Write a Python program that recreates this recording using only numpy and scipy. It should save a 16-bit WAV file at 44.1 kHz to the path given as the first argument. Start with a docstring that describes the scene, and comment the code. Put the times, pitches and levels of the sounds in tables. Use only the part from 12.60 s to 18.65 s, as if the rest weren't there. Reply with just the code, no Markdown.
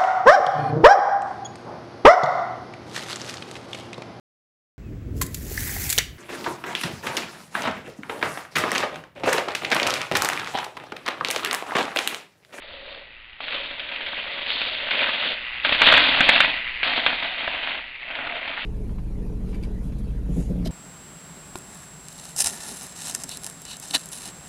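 """Forest, loose dirt trail: a mountain bike rides down, passes close to a small camera and rolls away.
Knobbly tyres crunch (filtered random grains) and hum (noise smeared around the tread-block rate).
Bumps and landings clatter (shaped noise, frame sines, thuds); the freewheel buzzes (pulsed noise).
Four times the wheels go light and the tyres fade, leaving mostly the freewheel.
Wind rumbles on the microphone and the trees return a short echo."""
import sys
import numpy as np
from scipy import signal
from scipy.fft import rfft, irfft, next_fast_len
from scipy.io import wavfile
from scipy.ndimage import uniform_filter1d, minimum_filter1d, map_coordinates

SR = 44100
rng = np.random.default_rng(int(sys.argv[2]) if len(sys.argv) > 2 else 0)


def master(y):
    """Save y as 16-bit WAV."""
    cut = np.clip(np.atleast_2d(y).T, -1, 1)
    pcm = np.round(cut * 32767)  # scale
    wavfile.write(sys.argv[1], SR, pcm.astype(np.int16))


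N = 266794

# All table levels are relative, ahead of the mix gains.
# microphone rumble spectrum: freq_hz, level_db
RUMBLE_SPECTRUM = [(10, 0.5), (30, -3.5), (60, -8), (110, -17.5), (250, -21.5), (1000, -29), (5000, -50)]
# forest echo decay: freq_hz, t60_s
FOREST_DECAY = [(200, 0.86), (2000, 0.22), (5000, 0.41)]
# bumps and landings: start_s, peak_db, thud_db (relative to peak_db)
BUMPS = [(0.021, -23.5, -16), (0.346, -24, -17), (0.804, -16, -15.5), (0.881, -10.5, -19),
         (1.195, -11, -31), (1.288, -15.5, -44), (1.36, -11.5, -31), (1.462, -11, -25.5), (1.86, -11, -25),
         (1.903, -7.5, -32), (2.015, -5, -26), (2.308, 0.5, -33), (2.391, -8, -21.5), (3.048, -2, -10),
         (3.092, -3.5, -18.5), (3.123, -1.5, -15.5), (3.217, 5, -11), (3.324, 5, -12), (3.338, 3.5, -17),
         (3.377, 2, -14.5), (3.606, 1, -8), (3.69, 9.5, -16.5), (3.803, 9, -22.5), (4.23, 0.5, -22.5),
         (4.463, 3, -14.5), (4.625, -12.5, -14.5), (4.877, -13.5, -3), (5.508, -17, -19),
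         (5.552, -11.5, -24), (5.669, -12.5, -7), (5.876, -8.5, -24)]
# clatter spectrum: freq_hz, level_db
CLATTER_SPECTRUM = [(200, -29), (1000, -11), (1600, -1.5), (2300, 4), (3500, 2.5), (4300, -13.5),
                    (5200, -20.5)]
# thud spectrum: freq_hz, level_db
THUD_SPECTRUM = [(40, -10), (130, -11), (250, -7.5), (400, -12.5), (620, 2.5), (1000, -3.5), (1500, 0.5),
                 (2500, -9.5), (5000, -28.5)]
# frame and chain modes: freq_hz, level_db, t60_s
FRAME_MODES = [(1940, -9.5, 0.026), (2308, 10.5, .025), (2560, -7.5, 0.009), (3360, -7, 0.018),
               (3574, -1.5, 0.016), (4170, 2, 0.016)]
# pawl click spectrum: freq_hz, level_db
PAWL_SPECTRUM = [(100, -31.5), (400, -25.5), (750, -18.5), (1300, -13), (1680, -10.5), (1950, -1.5),
                 (2200, -5), (2550, -4), (2850, -3.5), (3400, -10), (3950, -15), (4400, -21), (5200, -34.5)]
# stretches on the ground: touch_down_s, go_light_s, settle_s, lift_s, grit_db, stones_db, hum_db
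GROUND_ROLLS = [(0.01, 0.33, 0.01, 0.083, -35, -33.5, -33), (0.792, 2.716, 0.073, 0.044, -19.5, -28, -32.5),
                (3.034, 3.813, 0.0037, 0.081, -18, -23, -32),
                (4.241, 5.152, 0.0018, .055, -20.5, -25.5, -30), (5.395, 6.053, 0.19, .05, -20.5, -23, -27)]
# bite of the tyres into the dirt, rising and falling along the trail: time_s, level_db
TYRE_BITE = [(0, -1.5), (0.3, 3.5), (1.0, 2.5), (1.2, -2), (1.5, 0.5), (1.8, -2), (1.93, 1), (2.2, -1),
             (2.42, 4), (2.72, -3), (3.17, -4), (3.28, 3.5), (3.53, -3.5), (3.78, 1), (4.33, 1.5),
             (4.68, -1.5), (5.66, 4), (6.05, -1.5)]
# tread blocks meeting the ground: time_s, rate_hz
TREAD_RATE = [(0, 572.5), (2.5, 585.4), (3.4, 635.8), (4.5, 699.2), (6.05, 651)]
# grit spectrum: freq_hz, level_db
GRIT_SPECTRUM = [(300, -26.5), (1200, -22), (1900, -5), (2600, -1.5), (3200, 0.5), (3700, -3), (4000, -9),
                 (4350, -11), (4700, -20), (5200, -25)]
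# knocking stones spectrum: freq_hz, level_db
STONE_SPECTRUM = [(40, -24), (130, -12), (195, -9.5), (260, -2.5), (320, -5), (410, -12), (700, 0),
                  (830, -2.5), (950, 1), (1100, -2), (1450, 1), (2100, 2), (2800, 2), (4000, -28.5),
                  (5200, -39.5)]
# treble gain of the grit: time_s, level_db
GRIT_TREBLE = [(0.4, 14), (1.25, -3), (1.82, 1.5), (1.92, 11.5), (2.15, 4), (2.3, -2), (2.7, 2), (4.3, 5),
               (5.1, -1.5), (5.6, -9), (6.05, 4)]

BAND_HZ, TOP_HZ = 4900, 15870  # camera's low-pass edges; BAND_HZ also caps grain pitch
PASS_S, SPEED_M_PER_S, CLOSEST_M = 3.413, 7.23, 3.286
AIR_DB, WAKE_DB = -53.5, -39.5  # still forest, peak of the rider's wake
WAKE_S, WAKE_RISE_S, WAKE_FALL_S = 3.25, 0.18, 0.88  # peak time, time constants
PEBBLE_OVER_GRIT_DB, PEBBLE_SCATTER_DB, PEBBLE_THUD_DB = 11, 1.5, -22.5
PAWL_HZ, PAWL_RISE_HZ_PER_S = 114.3, 2.3  # mean click rate at 0 s, its climb
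HUB_DB, HUB_REAR_DB = -28, 1.0  # louder from behind than from the front
SHELL_HZ, SHELL_WIDTH_HZ, SHELL_DB = 2220, 550, -2  # hub shell resonance, heard from behind
STONES_DB_PER_BITE_DB, HUM_DB_PER_BITE_DB = 1.15, 1.6
HOP_DB, HOP_S = -1.5, 0.018  # tyre dip as the wheel skips before a blow, its time constant


def amp(db):
    """Decibels to gain."""
    return 10 ** (np.asarray(db) / 20)


def unit(x):
    """Scale to rms 1."""
    return x / np.sqrt(np.mean(x ** 2) + 1e-20)


def along(points, hz):
    """Interpolate (freq_hz, value) points on a log-frequency axis."""
    point_hz, values = np.transpose(points)
    return np.interp(np.log(hz + 1), np.log(point_hz), values)


def curves(rows):
    """One value per sample for each column after the time."""
    time_s, *columns = np.transpose(rows)
    return [np.interp(np.arange(N) / SR, time_s, column) for column in columns]


def wobble(knots_per_s):
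    """Smooth random curve through normally distributed knots."""
    return map_coordinates(rng.standard_normal(8192), [np.arange(N) * knots_per_s / SR], mode="wrap")


def coloured(x, spectrum):
    """Minimum-phase filter with the given spectrum; white noise keeps its power."""
    size = 2 * next_fast_len(N // 2 + 8192)
    gain = unit(amp(along(spectrum, np.fft.rfftfreq(size, 1 / SR))))
    # Fold the cepstrum onto positive time: the filter becomes causal.
    cepstrum = irfft(np.log(gain))
    cepstrum[1:size // 2] *= 2
    cepstrum[size // 2 + 1:] = 0
    return irfft(rfft(x, size) * np.exp(rfft(cepstrum)))[:N]


def low_pass(x, edge_hz, order):
    """Butterworth low-pass."""
    return signal.sosfilt(signal.butter(order, edge_hz, fs=SR, output="sos"), x)


def ride():
    """Straight pass at constant speed: gain as 1/distance, and heading from -1 coming to +1 leaving."""
    ahead_m = SPEED_M_PER_S * (np.arange(N) / SR - PASS_S)
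    distance_m = np.hypot(ahead_m, CLOSEST_M)
    return CLOSEST_M / distance_m, ahead_m / distance_m


def air():
    """Moving air rumbles on the microphone; the rider's wake swells quickly and dies slowly."""
    t = np.arange(N) / SR - WAKE_S
    wake = amp(WAKE_DB) * np.exp(np.minimum(t / WAKE_RISE_S, -t / WAKE_FALL_S))
    rumble = coloured(rng.standard_normal(N), RUMBLE_SPECTRUM) * amp(1.5 * wobble(8.2))
    return np.hypot(amp(AIR_DB), wake) * unit(rumble)


def forest(x):
    """Trunks and leaves scatter a short echo: noise whose decay depends on frequency."""
    hz, t, noise = signal.stft(rng.standard_normal(SR // 2), SR, nperseg=256)
    decay = amp(-60 * t / along(FOREST_DECAY, hz)[:, None])
    tail = signal.istft(noise * decay, SR, nperseg=256)[1]
    return signal.fftconvolve(x, tail / np.linalg.norm(tail))[:N]


def ground_contact():
    """Grit, stone and hum gains: settle, follow bite and distance, dip before blows, fade on lift."""
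    t, gains = np.arange(N) / SR, np.zeros((3, N))
    for down_s, up_s, settle_s, lift_s, *levels_db in GROUND_ROLLS:
        settled = 1 - np.exp(-np.maximum(t - down_s, 0) / settle_s)
        lifted = np.exp(-np.maximum(t - up_s, 0) / lift_s)
        gains += amp(levels_db)[:, None] * settled * lifted
    hop = np.zeros(N)
    for start_s, _, _ in BUMPS:
        before = slice(0, round(start_s * SR))
        hop[before] = np.maximum(hop[before], np.exp((t[before] - start_s) / HOP_S))
    bite_db = np.outer([1, STONES_DB_PER_BITE_DB, HUM_DB_PER_BITE_DB], curves(TYRE_BITE)[0])
    return gains * ride()[0] * amp(bite_db + HOP_DB * hop)


def pebbles(count=48):
    """Small stones strike at random, as hard as the tyres are working; rows as in BUMPS."""
    when, size = rng.random((count, 2)).T
    at = ((np.arange(count) + when) * N / count).astype(int)
    grit_db = 20 * np.log10(ground_contact()[0, at] + 1e-9)
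    peak_db = grit_db + PEBBLE_OVER_GRIT_DB + PEBBLE_SCATTER_DB * (2 * size - 1)
    return [(start_s, db, PEBBLE_THUD_DB) for start_s, db in zip(at / SR, peak_db)]


def frame_ring(t, scatter_db=3):
    """Frame and chain modes decay briefly, with new strengths and phases at every blow."""
    hz, db, t60_s = np.transpose(FRAME_MODES)[:, :, None]
    strength = amp(db + scatter_db * rng.standard_normal(hz.shape) - 60 * t / t60_s)
    phase = 2 * np.pi * rng.random(hz.shape)
    return np.sum(strength * np.sin(2 * np.pi * hz * t + phase), axis=0)


def bumps(crack_s=0.0014, crack_db=-5.0, rattle_s=0.0069, rattle_db=-4, swell_s=0.0024,
          thud_s=0.0044, snap=5):
    """Each blow is a sharp crack, a short uneven rattle, a frame ring and a thud through the tyre."""
    t = np.arange(SR // 10) / SR
    metal, ring, rubber, strikes = np.zeros((4, N + SR))
    metal_noise, rubber_noise = rng.standard_normal((2, N))
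    rise = 1 - np.exp(-t / swell_s)
    crack = amp(crack_db) * np.exp(-t / crack_s)
    rattle = amp(rattle_db) * rise * np.exp(-t / rattle_s)
    for start_s, db, thud_db in BUMPS + pebbles():
        start = round(start_s * SR)
        metal[start:][:len(t)] += amp(db) * (crack + rattle)
        ring[start:][:len(t)] += amp(db) * rise * frame_ring(t)
        rubber[start:][:len(t)] += amp(db + thud_db) * np.exp(-t / thud_s)
        strikes[start] = snap * amp(db + thud_db)
    clatter = coloured(metal[:N] * metal_noise * amp(1.99 * wobble(500)), CLATTER_SPECTRUM)
    thud = coloured(rubber[:N] * rubber_noise + strikes[:N], THUD_SPECTRUM)
    return amp(-8.5) * clatter + amp(-22.5) * ring[:N] + amp(-2.0) * thud


def freewheel(scatter_db=1.2, ring_s=0.0045, sustain=0.3):
    """Pawls snap over the ratchet teeth; every snap rings the hub and spokes."""
    near, heading = ride()
    rate_hz = PAWL_HZ + PAWL_RISE_HZ_PER_S * np.arange(N) / SR
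    teeth = np.cumsum(rate_hz * (1 + 0.022 * wobble(50))) / SR
    since_snap_s = (teeth % 1) / rate_hz
    snaps = (np.exp(-since_snap_s / ring_s) + sustain) * amp(scatter_db * wobble(120))
    clicks = unit(coloured(snaps * rng.standard_normal(N), PAWL_SPECTRUM))
    shell = signal.lfilter(*signal.iirpeak(SHELL_HZ, SHELL_HZ / SHELL_WIDTH_HZ, fs=SR), clicks)
    hub = clicks + amp(SHELL_DB) * np.maximum(heading, 0) * shell
    return near * amp(HUB_DB + HUB_REAR_DB * heading) * hub


def grains(spread_db, life_s, count):
    """Tiny decaying cracks at random times, pitches and sizes; a few are much larger than the rest."""
    when, pitch, size, phase = rng.random((count, 4)).T[:, :, None]
    k = np.arange(SR // 200)
    rings = np.sin(2 * np.pi * (pitch * BAND_HZ * k / SR + phase)) * np.exp(-k / SR / life_s)
    rings *= amp(-spread_db * np.log(size + 0.01))
    at = (when * N).astype(int) + k
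    return np.bincount(at.ravel(), rings.ravel())[:N]


def tread_hum(core_hz=60, skirt_hz=170, skirt=0.62):
    """Tread blocks strike unevenly, smearing their tone into a band around the block rate."""
    a, b = rng.standard_normal((2, N)) + 1j * rng.standard_normal((2, N))
    core, fringe = low_pass(a, core_hz, order=2), low_pass(b, skirt_hz, order=2)
    carrier = np.exp(2j * np.pi * np.cumsum(curves(TREAD_RATE)[0]) / SR)
    return np.real(carrier * (core / np.std(core) + skirt * fringe / np.std(fringe)))


def tyres():
    """Tread crushes fine grit, knocks stones together and hums; load jumps with the rough ground."""
    grit_gain, stone_gain, hum_gain = ground_contact()
    load_db = 1.5 * wobble(50) + 1.2 * wobble(170)

    grit = coloured(grains(spread_db=2.0, life_s=0.00039, count=24000), GRIT_SPECTRUM)
    grit = unit(grit * amp(load_db + 0.11 * wobble(70)))
    coarse = signal.sosfiltfilt(signal.butter(4, 3600, fs=SR, output="sos"), grit)
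    grit = coarse + amp(curves(GRIT_TREBLE)[0]) * (grit - coarse)

    stones = coloured(grains(spread_db=3.5, life_s=0.00035, count=14000), STONE_SPECTRUM)
    stones = unit(stones * amp(load_db + 1.9 * wobble(80)))

    hum = unit(tread_hum() * amp(load_db + 1.1 * wobble(9)))
    return amp(-1.0) * grit_gain * grit + amp(2.5) * stone_gain * stones + amp(-1.0) * hum_gain * hum


def scene():
    """The bike, its echo among the trees and the air on the microphone."""
    bike = tyres() + freewheel() + bumps()
    return (bike + amp(-11) * forest(bike) + air())[None]


def record(dry, ceiling=1.144, top=0.85, hardness=14, dull_hz=9000):
    """Narrow-band camera: a fast limiter catches the hardest blows, then a soft clipper rounds them."""
    x = low_pass(dry, BAND_HZ, order=24)
    needed_gain = ceiling / np.maximum(np.abs(x), ceiling)
    x = x * uniform_filter1d(minimum_filter1d(needed_gain, size=61), size=61)
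    x = x / (1 + np.abs(x / top) ** hardness) ** (1 / hardness)
    return low_pass(low_pass(x, dull_hz, order=3), TOP_HZ, order=16)


dry = scene()
out = record(dry)
master(out)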